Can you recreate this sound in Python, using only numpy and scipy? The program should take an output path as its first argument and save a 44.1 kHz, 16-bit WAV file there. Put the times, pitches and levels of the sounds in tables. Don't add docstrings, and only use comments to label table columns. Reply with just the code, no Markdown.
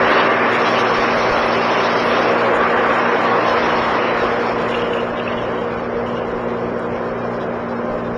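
import sys
import numpy as np
from scipy import signal
from scipy.io import wavfile
from scipy.ndimage import uniform_filter1d

SR = 44100
rng = np.random.default_rng(int(sys.argv[2]) if len(sys.argv) > 2 else 0)


def amplitude_ratio(level_db):
    exponent = np.asarray(level_db, float) / 20
    return 10 ** exponent


def store_pcm(level_fs):
    pcm = np.round(np.clip(level_fs, -1, 1) * 32767).astype(np.int16)
    wavfile.write(sys.argv[1], SR, np.atleast_2d(pcm).T)


N = 360297
HZ = np.fft.rfftfreq(2048, 1 / SR)
FRAMES = np.arange(N // 512 + 5) * 512 / SR

SHAFT_HZ = 59.16
EXTRACTOR_DB = -22.5
VANE_WAVER_DB = 2.5
# frequency in Hz, density in dB per Hz.
ROAR_COLOUR = [(35, -47.5), (60, -13), (184, -13), (239, -16), (281, -14.5), (522, -5), (749, -9.5),
               (1030, -15), (1120, -11.5), (1540, -16), (2640, -34.5), (4280, -56.5), (5330, -56),
               (7200, -53), (9360, -92), (15800, -120)]
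# shaft order, level in dB.
SHAFT_HUM = [(1, -51), (2, -39.5), (3, -39.5), (4, -30.5), (5, -44.5), (7, -39), (16, -46.5)]
# centre in Hz, width in Hz, level in dB.
DUCT_MODES = [(192, 42, -43), (372.6, 43, -33), (467.1, 32, -34.5), (525, 34, -35), (605.7, 18, -36),
              (1036, 90, -37)]
# time in seconds, level in dB.
VANE_LOAD = [(0, -29.5), (.8, -34), (1.9, -38.5), (2.3, -28.5), (4.9, -28), (5.3, -36), (5.7, -28),
             (6.7, -29.5), (8.17, -53)]

RUMBLE_DB, LUMPS_DB = -54.5, 7

KNOCK_T60_S = .03
# time in seconds, peak in dB.
WOOD_TICKS = [
    (0.197, -59),
    (1.9554, -45),
    (6.795, -18),
]
# time in seconds, peak in dB, pitch in Hz.
WOOD_KNOCKS = [
    (.197, -10, 900),
    (1.9575, -7, 650),
]
# start in seconds, length in seconds, level in dB.
RUBBING = [
    (4.705, 0.19, -32.5),
    (4.896, 0.11, -39),
    (5.169, 0.32, -37.5),
    (5.5, .2, -43.5),
    (6.043, .22, -45),
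]
# time in seconds, peak in dB, pitch in Hz.
RATTLES = [(4.7168, -24, 2530), (4.7386, -15.5, 2840), (4.7587, -44, 2920), (4.789, -21.5, 2900),
           (4.8143, -21, 2930), (4.8394, -38, 2480), (4.8698, -39, 3100), (4.9286, -21.5, 2830),
           (4.9646, -31.5, 2550), (4.9912, -25, 2820), (5.1907, -24, 2710), (5.214, -37.5, 2390),
           (5.2729, -19.5, 2580), (5.2888, -35, 2690), (5.319, -23.5, 2860), (5.3344, -36, 2420),
           (5.376, -26, 3080), (5.4125, -29, 3030), (5.5727, -37, 3020), (5.7718, -44, 2500),
           (6.0604, -35, 2920), (6.1194, -45, 2980), (6.1644, -31.5, 2840), (6.2143, -37, 2440)]

CUT_PEAK_S, CUT_END_S = .09, 0.22
TOOTH_HZ, OFF_S, COAST_S = 1163.5, 3.22, 2.3
IMBALANCE_DB, IMBALANCE_SAG_DB_PER_S, IMBALANCE_END_S = -29, 2.5, 2.7
# time in seconds, level in dB.
TOOTH_WHINE = [(0, -27), (.9, -31), (1.2, -48), (2.2, -42.5), (2.5, -34.5), (3.25, -26), (3.8, -31),
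               (4.0, -44), (5, -56)]
# frequency in Hz, density in dB per Hz.
BLADE_COLOUR = [(150, -38.5), (250, -4), (260, -24.5), (286, 1), (328, -5), (380, -6), (441, -3),
                (518, 0.5), (889, -6.5), (1130, -5), (1230, -7), (2520, -14.5), (4090, -21.5),
                (5430, -26.5), (6300, -35.5), (8190, -67), (13900, -120)]
# lower edge in Hz, upper edge in Hz.
REGION_EDGES = [(300, 750), (800, 1300), (1400, 2000), (2100, 2900), (3100, 4400), (4600, 6400)]
# idle level in dB, share of the wind, lift while cutting in dB,
# fade of that lift in seconds, share of the slides.
REGION_MOVES = [
    (-19, .55, 1.7, .3, 0.11),
    (-18, 0.95, 2.5, 0.37, 0.13),
    (-21.5, 1.0, 5.5, 0.55, -0.2),
    (-27, 0.97, 7, 0.45, 0.2),
    (-37.5, 0.9, 11, 0.042, 0.7),
    (-47, 0.72, 6.5, 0.12, 1.16),
]
# time in seconds, level in dB relative to idling.
BLADE_WIND = [(0, -0.5), (2.3, 0), (2.6, 1.5), (3.5, 0), (4.0, -1), (5.2, -9.5), (6.2, -14.5),
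              (8.17, -17.5)]
# start in seconds, length in seconds, level in dB.
SLED_SLIDES = [
    (0.552, 1.8, 7),
    (2.396, .5, -2.5),
    (3.406, .45, 4),
    (3.898, .7, 2),
]

LOUD_DB, QUIET_DB = -16, -21
EDGE_LOUD_DB, EDGE_QUIET_DB, EDGE_JUMP_DB = -63, -73.5, 3.5
TOP_DB = -77.5
FILL_DB = -14
REFILL = .85
# lower edge in Hz, upper edge in Hz, step over band level in dB when loud,
# the same when quiet, spread of the step in dB, level jumps in dB, least loudness relative to the whole in dB.
TRACK_BANDS = [(0, 52, -2, -6, 2, 0, -35), (52, 95, 1, -6, 3, 0, -28), (1500, 2000, 1, 6, 3, 0, -60),
               (2000, 2700, 4, 8, 3, 1, -60), (2700, 3150, 6, 5, 3, 2, -60),
               (3150, 3700, 9, 11.5, 2.5, 1.8, -60), (3700, 4400, 10, 12, 2.5, 1.8, -60),
               (4400, 5300, 10, 10, 3, 1.8, -60), (5300, 6050, 6, 5, 3, 1.8, -60),
               (6050, 6400, 5, 3, 5, 2.5, -60), (6400, 7300, 4, -6, 3, 0, -48.5),
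               (7300, 8000, 12, 14.5, 2, 0, -90)]
# frequency in Hz, level in dB.
MIRROR = [(8000, -0.5), (9000, -4.5), (9950, -13)]
# start in seconds, length in seconds, level in dB.
BASS_LULLS = [(.12, .78, -12), (1.02, .06, -6), (1.6, .2, -10), (1.88, 0.11, -12), (2.25, .28, -12),
              (2.658, .12, -7), (2.92, .56, -13), (3.97, 0.12, -15), (4.305, .2, -4), (6.482, .06, -3)]
# start in seconds, length in seconds, level in dB.
EDGE_STARVED = [(0.076, 0.45, -12), (0.732, 0.22, -6), (1.136, 0.14, -18), (1.398, .15, -25),
                (1.657, 0.062, -15), (1.865, 0.46, -22.5), (2.585, 0.076, -16), (2.99, .22, -7),
                (3.44, 0.064, -25), (3.58, .1, -12), (3.95, 0.21, -15)]
# time in seconds, peak in dB.
STRAY_CHIRPS = [(0.0842, -53), (0.2794, -64), (0.3744, -61), (0.5147, -59), (0.6064, -62), (0.6898, -60),
                (0.7454, -61), (0.7846, -61), (1.0244, -60), (1.1373, -55), (1.1644, -54), (1.3648, -56),
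                (1.3994, -57), (1.4424, -54), (1.6601, -60), (1.7699, -64), (1.9094, -63), (2.0253, -49),
                (2.0557, -53), (2.0894, -54), (2.1344, -63), (2.1824, -56), (2.9294, -62), (3.4194, -63),
                (3.5344, -61), (3.6351, -66), (4.2133, -68), (4.8144, -74), (7.1442, -73), (7.6939, -76)]


def read(points, hz):
    f, value = np.transpose(points)
    return np.interp(np.log(hz + 1), np.log(f + 1), value)


def curve(rows):
    s, db = np.transpose(rows)
    return amplitude_ratio(np.interp(np.arange(N) / SR, s, db, left=-200, right=-200))


def spell(start, length, edge_s):
    t = np.arange(N) / SR
    return np.clip(np.minimum(t - start, start + length - t) / edge_s + .5, 0, 1)


def spells(rows, edge_s):
    return sum(db * spell(s, length, edge_s) for s, length, db in rows)


def evened(x):
    return x / np.sqrt(np.mean(x ** 2) + 1e-20)


def drift(rate):
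    grit = uniform_filter1d(rng.standard_normal(N), size=400)
    return evened(signal.lfilter([1], [1, -np.exp(-2 * np.pi * rate / SR)], grit))


def resonate(x, hz, width):
    turn = np.exp(2j * np.pi * np.cumsum(hz * np.ones(len(x))) / SR)
    r = np.exp(-np.pi * width / SR)
    return 2 * (turn * signal.lfilter([1 - r], [1, -r], x / turn)).real


def noise(db, patchy_db, flicker_db):
    a, b, patches = rng.standard_normal((len(FRAMES), len(HZ), 3)).T
    patches = uniform_filter1d(patches, size=18, axis=0)
    patches = evened(uniform_filter1d(patches, size=7, axis=1))
    flicker = evened(uniform_filter1d(rng.standard_normal(len(FRAMES)), size=3))
    flicker = np.outer(np.clip((HZ - 2500) / 1500, 0, 1), flicker)
    gain = amplitude_ratio(db + patchy_db * patches + flicker_db * flicker)
    z = (a + 1j * b) * gain * np.sqrt(SR / 2048)
    return signal.istft(z, nperseg=2048, noverlap=1536)[1][:N] * .87


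def rumble():
    floor = resonate(resonate(rng.standard_normal(N), 35, 30), 35, 30)
    return amplitude_ratio(RUMBLE_DB + LUMPS_DB * drift(8.7)) * evened(floor)


def extractor():
    turns = 2 * np.pi * SHAFT_HZ * np.arange(N) / SR
    hum = np.zeros(N)
    for order, db in SHAFT_HUM:
        tone = np.sin(round(order) * turns + 2 * np.pi * rng.random())
        hum += np.sqrt(2) * amplitude_ratio(db + 1.54 * drift(6.9)) * tone
    vanes = np.sin(8 * turns + 0.68 * drift(4.1))
    hum += np.sqrt(2) * curve(VANE_LOAD) * amplitude_ratio(VANE_WAVER_DB * drift(3)) * vanes
    air = noise(read(ROAR_COLOUR, HZ)[:, None], patchy_db=1.0, flicker_db=0)
    roar = amplitude_ratio(EXTRACTOR_DB - 4.5) * evened(air)
    ducts = np.zeros(N)
    for hz, width, db in DUCT_MODES:
        ducts += amplitude_ratio(db) * evened(resonate(resonate(rng.standard_normal(N), hz, width), hz, width))
    return hum + roar + ducts


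def ticks():
    out = np.zeros(N)
    for s, db in WOOD_TICKS:
        out[round(s * SR)] = amplitude_ratio(db - 4)
    return np.convolve(out, signal.firwin(101, [6300, 9800], pass_zero=False, fs=SR), "same")


def knocks():
    out, t = np.zeros(N), np.arange(3000) / SR
    for s, db, hz in WOOD_KNOCKS:
        modes = np.sin(2 * np.pi * hz * t) + .6 * np.sin(2 * np.pi * 1.7 * hz * t)
        out[round(s * SR):][:len(t)] += amplitude_ratio(db - 60 * t / KNOCK_T60_S) * modes
    return out


def rub():
    plate = resonate(resonate(rng.standard_normal(N), 2870, 600), 2870, 600)
    gain = sum(amplitude_ratio(db - 4) * spell(s, length, 0.034) for s, length, db in RUBBING)
    return gain * evened(plate * amplitude_ratio(4.1 * drift(22)))


def chatter():
    out, t = np.zeros(N + SR), np.arange(1200) / SR
    shape = (t / 0.0085 * np.exp(1 - t / 0.0062)) ** 2
    for s, db, hz in RATTLES:
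        grit = rng.standard_normal(len(t))
        scrape = evened(resonate(resonate(grit, hz, 550), hz, 550))
        ring = np.sin(2 * np.pi * hz * t) + .9 * scrape
        out[round(s * SR):][:len(t)] += amplitude_ratio(db) * shape * ring
    return out[:N]


def whine():
    t = np.arange(N) / SR
    hz = TOOTH_HZ * np.exp(-np.maximum(t - OFF_S, 0) / COAST_S)
    fuzz = evened(resonate(rng.standard_normal(N), hz, 9))
    imbalance = amplitude_ratio(IMBALANCE_DB - IMBALANCE_SAG_DB_PER_S * t + 1.5 * drift(1.2))
    imbalance = imbalance * spell(-1, 1 + IMBALANCE_END_S, .2)
    return curve(TOOTH_WHINE) * fuzz + np.sqrt(2) * imbalance * np.sin(2 * np.pi * TOOTH_HZ / 3 * t)


def saw():
    wind_db = np.interp(FRAMES, *np.transpose(BLADE_WIND))
    since = np.maximum(np.maximum(FRAMES - CUT_END_S, CUT_PEAK_S - FRAMES), 0)
    slide_db = np.interp(FRAMES, np.arange(N) / SR, spells(SLED_SLIDES, .12))
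    colour_db = read(BLADE_COLOUR, HZ)
    lift = []
    for (db, wind, cut_db, fade_s, slide), (lo, hi) in zip(REGION_MOVES, REGION_EDGES):
        inside = (HZ > lo) & (HZ < hi)
        colour_sum_db = 10 * np.log10(np.sum(amplitude_ratio(colour_db[inside]) ** 2) * HZ[1])
        moves_db = wind * wind_db + cut_db * np.exp(-since / fade_s) + slide * slide_db
        lift.append(db + moves_db - colour_sum_db)
    centres = np.sqrt(np.prod(REGION_EDGES, axis=1))
    lift_db = np.transpose([read(np.transpose([centres, row]), HZ) for row in np.transpose(lift)])
    return noise(colour_db[:, None] + lift_db - 1.0, patchy_db=0.97, flicker_db=1.03)


def scene():
    return (rumble() + extractor() + knocks() + rub() + chatter() + whine() + saw())[None]


def stray_chirps():
    out, t = np.zeros(N + SR), np.arange(2900) / SR
    for s, db in STRAY_CHIRPS:
        place, phase, weak = rng.random((3, 5))
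        hz = np.array([10050, 10300, 10550, 11300, 11600]) + 300 * place
        gain = amplitude_ratio(db + np.array([-8, -1.0, -4.5, -13, -16]) - 13 * weak ** 2)
        lines = gain @ np.sin(2 * np.pi * (np.outer(hz, t) + phase[:, None]))
        out[round(s * SR) - 400:][:len(t)] += np.hanning(len(t)) * lines
    return out[:N]


def camera_track(x):
    hop, half, top = 1411, 512, 642
    n, k = np.arange(2 * hop), np.arange(top)
    window = np.sin(np.pi * (n + .5) / (2 * hop))[:, None]
    basis = window * np.cos(np.pi / hop * np.outer(n + .5 + hop / 2, k + .5)) * np.sqrt(2 / hop)
    padded = np.pad(x, (hop, 2 * hop - N % hop), "reflect")
    c = np.lib.stride_tricks.sliding_window_view(padded, 2 * hop)[::hop] @ basis[:, :half]
    hz, frame = (k + .5) * SR / (2 * hop), np.arange(len(c))
    low_hz = hz[:half]
    at = np.minimum(frame * hop, N - 1)
    frame_db = uniform_filter1d(10 * np.log10(np.sum(c ** 2, axis=1) / hop), size=9)
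    luck, jumps, thin = rng.standard_normal((len(c), len(TRACK_BANDS), 3)).T
    fill = rng.standard_normal(c.shape)
    held = fill[frame // 2 * 2]

    edge, last = (low_hz >= 6400) & (low_hz < 7300), low_hz >= 7300
    edge_db = np.interp(frame_db, [QUIET_DB, LOUD_DB - 3], [EDGE_QUIET_DB, EDGE_LOUD_DB])
    edge_db = edge_db + EDGE_JUMP_DB * held[:, 0] + spells(EDGE_STARVED, 0.033)[at]
    c[:, edge] = fill[:, edge] * amplitude_ratio(edge_db)[:, None] * np.sqrt(hop / 45)
    last_db = TOP_DB + .5 * (frame_db[:, None] - LOUD_DB)
    c[:, last] = held[:, last] * amplitude_ratio(last_db) * np.sqrt(hop / 45)

    for (lo, hi, loud, quiet, spread, jump_db, least_db), chance, jump, gap in zip(TRACK_BANDS, luck, jumps, thin):
        band = (low_hz >= lo) & (low_hz < hi)
        middle = 100 < hi < 6100
        least = amplitude_ratio(frame_db + least_db) * np.sqrt(hop / band.sum())
        level = np.maximum(np.sqrt(np.mean(c[:, band] ** 2, axis=1)), least)
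        step_db = np.interp(frame_db, [QUIET_DB, LOUD_DB], [loud, quiet][::-1]) + spread * chance
        step = (level * amplitude_ratio(step_db))[:, None]
        kept = step * np.round(c[:, band] / step)
        filler = fill[:, band] * (level * amplitude_ratio(FILL_DB + 3 * gap))[:, None] * middle
        kept = np.where(kept == 0, filler, kept)
        kept_level = np.sqrt(np.mean(kept ** 2, axis=1)) + 1e-12
        restored = np.clip(level / kept_level, 0, 4) ** (REFILL * middle)
        c[:, band] = kept * (restored * amplitude_ratio(jump_db * jump))[:, None]

    c[:, :6] *= amplitude_ratio(spells(BASS_LULLS, .04)[at])[:, None]
    flutter = evened(np.diff(rng.standard_normal(len(c) + 1)))
    c[:, low_hz > 3150] *= amplitude_ratio(1.8 * flutter)[:, None]
    mirror = np.where(last, np.roll(c, 7, axis=0), c)[:, ::-1][:, :top - half]
    c = np.hstack([c, mirror * amplitude_ratio(read(MIRROR, hz[half:]))])
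    pulse = 1 - .08 * np.cos(2 * np.pi * n / hop)
    treble = hz >= 3150
    frames = (c * ~treble) @ basis.T + (c * treble) @ basis.T * pulse
    return (frames[1:, :hop] + frames[:-1, hop:]).ravel()[:N]


def roll_off(x):
    return signal.sosfilt(signal.butter(12, 12030, fs=SR, output="sos"), x)


def record(dry):
    capsule = dry[0] + 1.3 * resonate(dry[0], 5400, 260)
    soft = .85 * np.tanh(capsule / .85)
    n = np.arange(N)
    fade = np.minimum(np.minimum(n, N + 8 - n) / 60, 1)
    mix = fade * camera_track(soft) + ticks() + stray_chirps()
    return roll_off(mix[None])


dry = scene()
out = record(dry)
store_pcm(out)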